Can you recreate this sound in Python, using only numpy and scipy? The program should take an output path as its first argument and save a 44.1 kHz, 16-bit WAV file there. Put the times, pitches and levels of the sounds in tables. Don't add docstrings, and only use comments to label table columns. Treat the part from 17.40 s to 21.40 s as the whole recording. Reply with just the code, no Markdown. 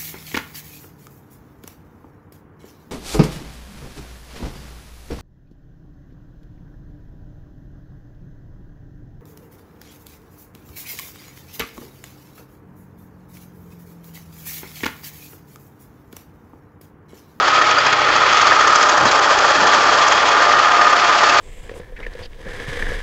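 import sys
import numpy as np
from scipy import signal
from scipy.fft import rfft, irfft
from scipy.io import wavfile

SR = 44100
rng = np.random.default_rng(int(sys.argv[2]) if len(sys.argv) > 2 else 0)


def store_wav(level_fs):
    pcm = np.round(np.clip(np.atleast_2d(level_fs), -1, 1) * 32767)
    wavfile.write(sys.argv[1], SR, pcm.T.astype(np.int16))


N = 176400
T = np.arange(N) / SR

# freq_hz, density_db
ROAR_SPECTRUM = [(20, -34), (50, -35.5), (82, -23.5), (130, -21.5), (200, -18.5), (300, -10.5), (450, -3.5),
                 (530, -2.5), (595, 3), (665, -2), (785, 1.5), (840, 4.5), (940, -0.5), (1030, 1.5),
                 (1400, 2), (1650, -1.5), (2050, -14.5), (3000, -18.5), (5000, -39)]
# time_s, level_db
ROAR_DB = [(0, -19.5), (.6, -19.5), (1.1, -18), (1.6, -16.5), (2.1, -15.5), (2.7, -15.5), (3.2, -17),
           (3.7, -17.5), (4, -16)]
# freq_hz, width_hz, gain_db
HOUSING_MODES = [(1009, 53, -3), (1062, 22, -2.5), (1174, 41, -1), (1246, 53, -3), (1420, 80, -2),
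                 (1585, 42, -3), (1752, 60, -1.5), (1863, 66, -3)]
# time_s, level_db
HOUSING_DB = [(0, -25.5), (.6, -24), (1, -24), (1.3, -21.5), (1.7, -23.5), (2.3, -23), (2.8, -21.5),
              (3.4, -21.5), (4, -22.5)]

# time_s, pitch_hz
MESH_HZ = [(0, 1262), (.4, 1256), (.8, 1256), (1.1, 1238), (1.5, 1218), (1.8, 1202), (2.1, 1186),
           (2.4, 1184), (2.6, 1195), (2.95, 1202), (3.2, 1218), (3.4, 1228), (3.7, 1212), (3.85, 1210),
           (4, 1222)]
# time_s, level_db
WHINE_DB = [(0, -21.5), (.35, -23), (.6, -28), (.85, -23.5), (1.25, -19), (1.6, -25), (1.85, -19.5),
            (2.15, -28), (2.38, -17), (2.7, -27.5), (3.1, -17.5), (3.45, -17), (3.78, -29), (4, -12.5)]
# time_s, level_db
GROWL_DB = [(0, -22), (.6, -24.5), (.85, -22), (1.3, -19), (1.7, -24), (2.3, -22), (2.8, -21.5), (3.4, -23),
            (4, -21)]
# time_s, level_db
KNOCK_DB = [(0, -18.5), (.5, -29.5), (.8, -21.5), (1, -19.5), (1.35, -19.5), (1.7, -29), (2.3, -29),
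            (2.8, -31.5), (3.4, -28), (3.7, -31), (4, -24)]

# freq_hz, density_db
HISS_SPECTRUM = [(1200, -12.5), (2000, 6), (2450, 3.5), (2850, 2), (3350, 3), (3800, -1.5), (4200, -3),
                 (4480, 3), (4750, -2.5), (5100, -1), (5900, -5), (6600, -6), (7300, -10), (7900, -20)]
# time_s, level_db
HISS_DB = [(0, -21.5), (.6, -20.5), (.95, -17.5), (1.5, -24.5), (2.05, -23), (2.4, -21.5), (2.75, -21.5),
           (3.3, -21.5), (3.65, -21), (3.85, -18), (4, -21)]
# time_s, gain_db
HISS_TREBLE_DB = [(0, -1.5), (0.651, -7), (1, -4), (1.4, 4), (2.401, 2.5), (3.299, -2), (4, 0)]
# freq_hz, width_hz, gain_db
BLADE_MODES = [(2490, 69, 2.5), (3293, 170, 2.5), (4010, 40, -1.5), (4130, 17, 3.5), (4440, 84, -4.5),
               (4720, 40, -10), (4930, 170, -4), (6550, 170, -13)]
# time_s, level_db
BLADE_DB = [(0, -29.5), (.9, -32.5), (1.6, -31.5), (2.3, -27), (2.8, -27), (3.3, -37), (4, -32)]

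# centre_s, rattle_gain_db, clang_gain_db
SURGES = [(0.083, -28, -13), (0.148, -28, -15), (0.222, -22.5, -12), (0.313, -19, -16), (0.387, -24, -10.5),
          (0.47, -18, -9), (0.531, -18, -10.5), (0.691, -28, -10), (0.764, -17.5, -12), (0.82, -25, -9.5),
          (0.931, -19, -15), (0.973, -21, -21), (1.018, -18.5, -9.5), (1.073, -20, -9.5),
          (1.124, -35, -6.5), (1.211, -25.5, -9.5), (1.278, -25, -16), (1.359, -23, -10.5),
          (1.43, -25, -14), (1.496, -24.5, -11), (1.579, -27, -9.5), (1.658, -24.5, -8.5),
          (1.717, -20.5, -23), (1.794, -22.5, -10), (1.847, -28, -17), (1.908, -22, -11.5),
          (1.99, -19, -23), (2.049, -26, -10), (2.108, -24, -11), (2.163, -22, -13.5), (2.274, -19.5, -15),
          (2.336, -26, -8), (2.684, -23.5, -25), (2.725, -21.5, -10), (2.888, -24, -15.5), (3.023, -28, -9),
          (3.127, -20.5, -23), (3.191, -19.5, -13), (3.25, -33, -18), (3.32, -19.5, -18), (3.417, -20, -10),
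          (3.472, -22, -11), (3.531, -21.5, -10.5), (3.693, -26, -12), (3.836, -24, -9), (3.898, -26, -14),
          (3.945, -31, -22)]
# freq_hz, density_db
RATTLE_SPECTRUM = [(1200, -9), (2000, 2.5), (2450, 4.5), (2900, 1.5), (3300, -0.5), (3900, -6), (4500, -4),
                   (5100, -1.5), (5900, -1), (6600, 1.5), (7300, -10), (7900, -20.5)]
# time_s, gain_db
RATTLE_TREBLE_DB = [(0, 0), (.6, -6), (1, 0.5), (1.4, 10), (1.9, -2), (2.701, 4), (3.3, -11), (4, 3)]
# start_s, pitch_hz, level_db
BLADE_HITS = [(0.382, 4759, -12.5), (1.676, 4020, -18), (2.229, 4770, -22), (3.893, 2600, -12),
              (3.897, 2730, -17)]

# crank_order, level_db
THUMP_ORDERS = [(1, -67), (2, -52.5), (3, -53), (4, -53), (5, -53)]
# time_s, level_db
BOOM_DB = [(0, -60), (.45, -45), (.8, -48), (1.2, -64), (4, -71)]
# crank_order, level_db
DRIVE_ORDERS = [(7.1, -53.5), (9.27, -43), (11.4, -42.5), (13.9, -42.5), (19.8, -40.5)]
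# time_s, level_db
DISC_DB = [(0, -40), (1.5, -45), (2.4, -32.5), (2.8, -30), (3.5, -26.5), (4, -28)]

# centre_s, sigma_s, level_db
WIND_PUFFS = [(1.645, 0.029, -24), (2.228, .024, -27.5), (2.39, 0.021, -36)]
# freq_hz, density_db
WIND_SPECTRUM = [(20, -22), (70, -17), (115, -3), (220, 1), (320, -2), (600, -8.5), (2000, -74)]

TEETH, MESH_PER_CRANK_TURN, DISC_ORDER = 34, 39.55, 22.83


def cutter_bar(shaft_rad):
    shaft_beat = np.cos(shaft_rad)
    blade_beat = np.cos(3 * shaft_rad)
    throb = 1 + .11 * shaft_beat + .13 * blade_beat + .08 * wander(rate_hz=20)
    roar = colour(throb * ticks(per_s=7000, spread_db=1.5), ROAR_SPECTRUM)
    housing = ring(ticks(per_s=3000, spread_db=.5), HOUSING_MODES)
    housing = unit(housing * (1 + .083 * shaft_beat + .13 * blade_beat))
    return envelope(ROAR_DB) * roar + envelope(HOUSING_DB) * housing


def gear_whine(mesh_rad, wobble_rad=.42, third_db=-27.5):
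    shake = 1 + .3 * wander(rate_hz=67) + .11 * np.cos(mesh_rad / TEETH)
    phase_rad = mesh_rad + wobble_rad * wander(rate_hz=30)
    tone = np.sin(phase_rad) + amp(third_db) * np.sin(3 * phase_rad)
    return envelope(WHINE_DB) * unit(shake * tone)


def gear_growl(mesh_rad, mesh_ratio=1.03, spread_hz=114):
    centre_rad = mesh_ratio * mesh_rad
    band = wander(spread_hz) * np.cos(centre_rad) + wander(spread_hz) * np.sin(centre_rad)
    throb = 1 + .083 * np.cos(mesh_rad / TEETH)
    return envelope(GROWL_DB) * unit(band * throb)


def gear_knocks(shaft_rad, pitch_hz=1270, jitter_rad=.5, uneven_db=2, sharpness=4.5):
    turn_rad = shaft_rad + jitter_rad * wander(rate_hz=20)
    gate = np.exp(sharpness * (np.cos(turn_rad) - 1))
    tone = np.sin(2 * np.pi * pitch_hz * T + 2 * wander(rate_hz=27))
    strength = amp(uneven_db * np.tanh(wander(rate_hz=25)))
    return envelope(KNOCK_DB) * unit(gate * tone * strength)


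def grass(shaft_rad):
    clumps = 1 + .17 * wander(rate_hz=25) + .08 * np.cos(shaft_rad)
    snaps = clumps * ticks(per_s=9000, spread_db=1.5)
    hiss = treble_shelf(colour(snaps, HISS_SPECTRUM), HISS_TREBLE_DB)
    blades = ring(clumps * ticks(per_s=810, spread_db=1), BLADE_MODES)
    return envelope(HISS_DB) * hiss + envelope(BLADE_DB) * blades


def clatter(sigma_s=.0043, rattle_trim_db=3, clang_trim_db=-1.5):
    flurry = ticks(per_s=8000, spread_db=2.5)
    rattle = unit(colour(flurry, RATTLE_SPECTRUM) + .23 * ring(flurry, BLADE_MODES))
    rattle = treble_shelf(rattle, RATTLE_TREBLE_DB)
    housing = ring(rng.standard_normal(N), HOUSING_MODES)
    clang = unit(housing + .82 * colour(rng.standard_normal(N), ROAR_SPECTRUM))
    rattle_gate = swells([(at_s, sigma_s, db + rattle_trim_db) for at_s, db, _ in SURGES])
    clang_gate = swells([(at_s, sigma_s, db + clang_trim_db) for at_s, _, db in SURGES])
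    return rattle * rattle_gate + clang * clang_gate


def blade_pings(rise_s=.0027, t60_s=.075):
    pings = np.zeros(N)
    for start_s, pitch_hz, level_db in BLADE_HITS:
        age_s = np.maximum(T - start_s, 0)
        level = np.minimum(age_s / rise_s, 1) * amp(level_db - 60 * age_s / t60_s)
        pings += level * np.sin(2 * np.pi * pitch_hz * age_s)
    return pings


def diesel(crank_rad):
    thump = sum(amp(db) * unit(np.cos(order * crank_rad)) for order, db in THUMP_ORDERS)
    return thump + envelope(BOOM_DB) * unit(np.cos(4 * crank_rad))


def drive_hum(crank_rad, wobble_rad=.58):
    def tone(order):
        phase_rad = order * crank_rad + wobble_rad * wander(rate_hz=20) + 2 * np.pi * rng.random()
        return unit((1 + .26 * wander(rate_hz=15)) * np.sin(phase_rad))
    drive = sum(amp(db) * tone(order) for order, db in DRIVE_ORDERS)
    return drive + envelope(DISC_DB) * tone(DISC_ORDER)


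def wind():
    return swells(WIND_PUFFS) * colour(rng.standard_normal(N), WIND_SPECTRUM)


def amp(db):
    return 10 ** (np.asarray(db) / 20)


def unit(x):
    return x / np.sqrt(np.mean(x ** 2) + 1e-20)


def curve(points):
    return np.interp(T, *np.transpose(points))


def envelope(points):
    return amp(curve(points))


def wander(rate_hz):
    f_hz = np.fft.rfftfreq(N, 1 / SR)
    low_cut = f_hz / (f_hz + 2)
    rolloff = (1 + (f_hz / rate_hz) ** 2) * np.sqrt(1 + (f_hz / rate_hz / 2) ** 2)
    return unit(irfft(rfft(rng.standard_normal(N)) * low_cut / rolloff, N))


def ticks(per_s, spread_db):
    size = amp(spread_db * np.minimum(rng.exponential(1, N), 4))
    return size * np.sign(rng.standard_normal(N)) * (rng.random(N) < per_s / SR)


def swells(rows):
    return sum(amp(level_db) * np.exp(-.5 * np.minimum(((T - centre_s) / sigma_s) ** 2, 100))
               for centre_s, sigma_s, level_db in rows)


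def colour(x, spectrum):
    hz, db = np.transpose(spectrum)
    f_hz = np.fft.rfftfreq(N, 1 / SR)
    gain = amp(np.interp(np.log(f_hz + 1), np.log(hz), db))
    return unit(irfft(rfft(x) * gain, N))


def ring(x, modes):
    f_hz = np.fft.rfftfreq(N, 1 / SR)
    power = sum(amp(db) ** 2 / (1 + ((f_hz - hz) / (.52 * width_hz)) ** 2) ** 2
                for hz, width_hz, db in modes)
    return unit(irfft(rfft(x) * np.sqrt(power), N))


def treble_shelf(x, points, corner_hz=4340):
    top = signal.sosfiltfilt(signal.butter(2, corner_hz, "high", fs=SR, output="sos"), x)
    return x + (envelope(points) - 1) * top


def scene():
    mesh_rad = 2 * np.pi * np.cumsum(curve(MESH_HZ)) / SR
    shaft_rad = mesh_rad / TEETH
    crank_rad = mesh_rad / MESH_PER_CRANK_TURN
    gears = gear_whine(mesh_rad) + gear_growl(mesh_rad) + gear_knocks(shaft_rad)
    cutting = cutter_bar(shaft_rad) + grass(shaft_rad) + clatter() + blade_pings()
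    return (cutting + gears + diesel(crank_rad) + drive_hum(crank_rad) + wind())[None]


def record(dry):
    ceiling, cutoff_hz = .95, 7980
    limited = dry / (1 + (abs(dry) / ceiling) ** 6) ** (1 / 6)
    low_pass = signal.firwin(601, cutoff_hz, window=("kaiser", 9), fs=SR)
    return signal.oaconvolve(limited, low_pass[None], "same")


dry = scene()
out = record(dry)
store_wav(out)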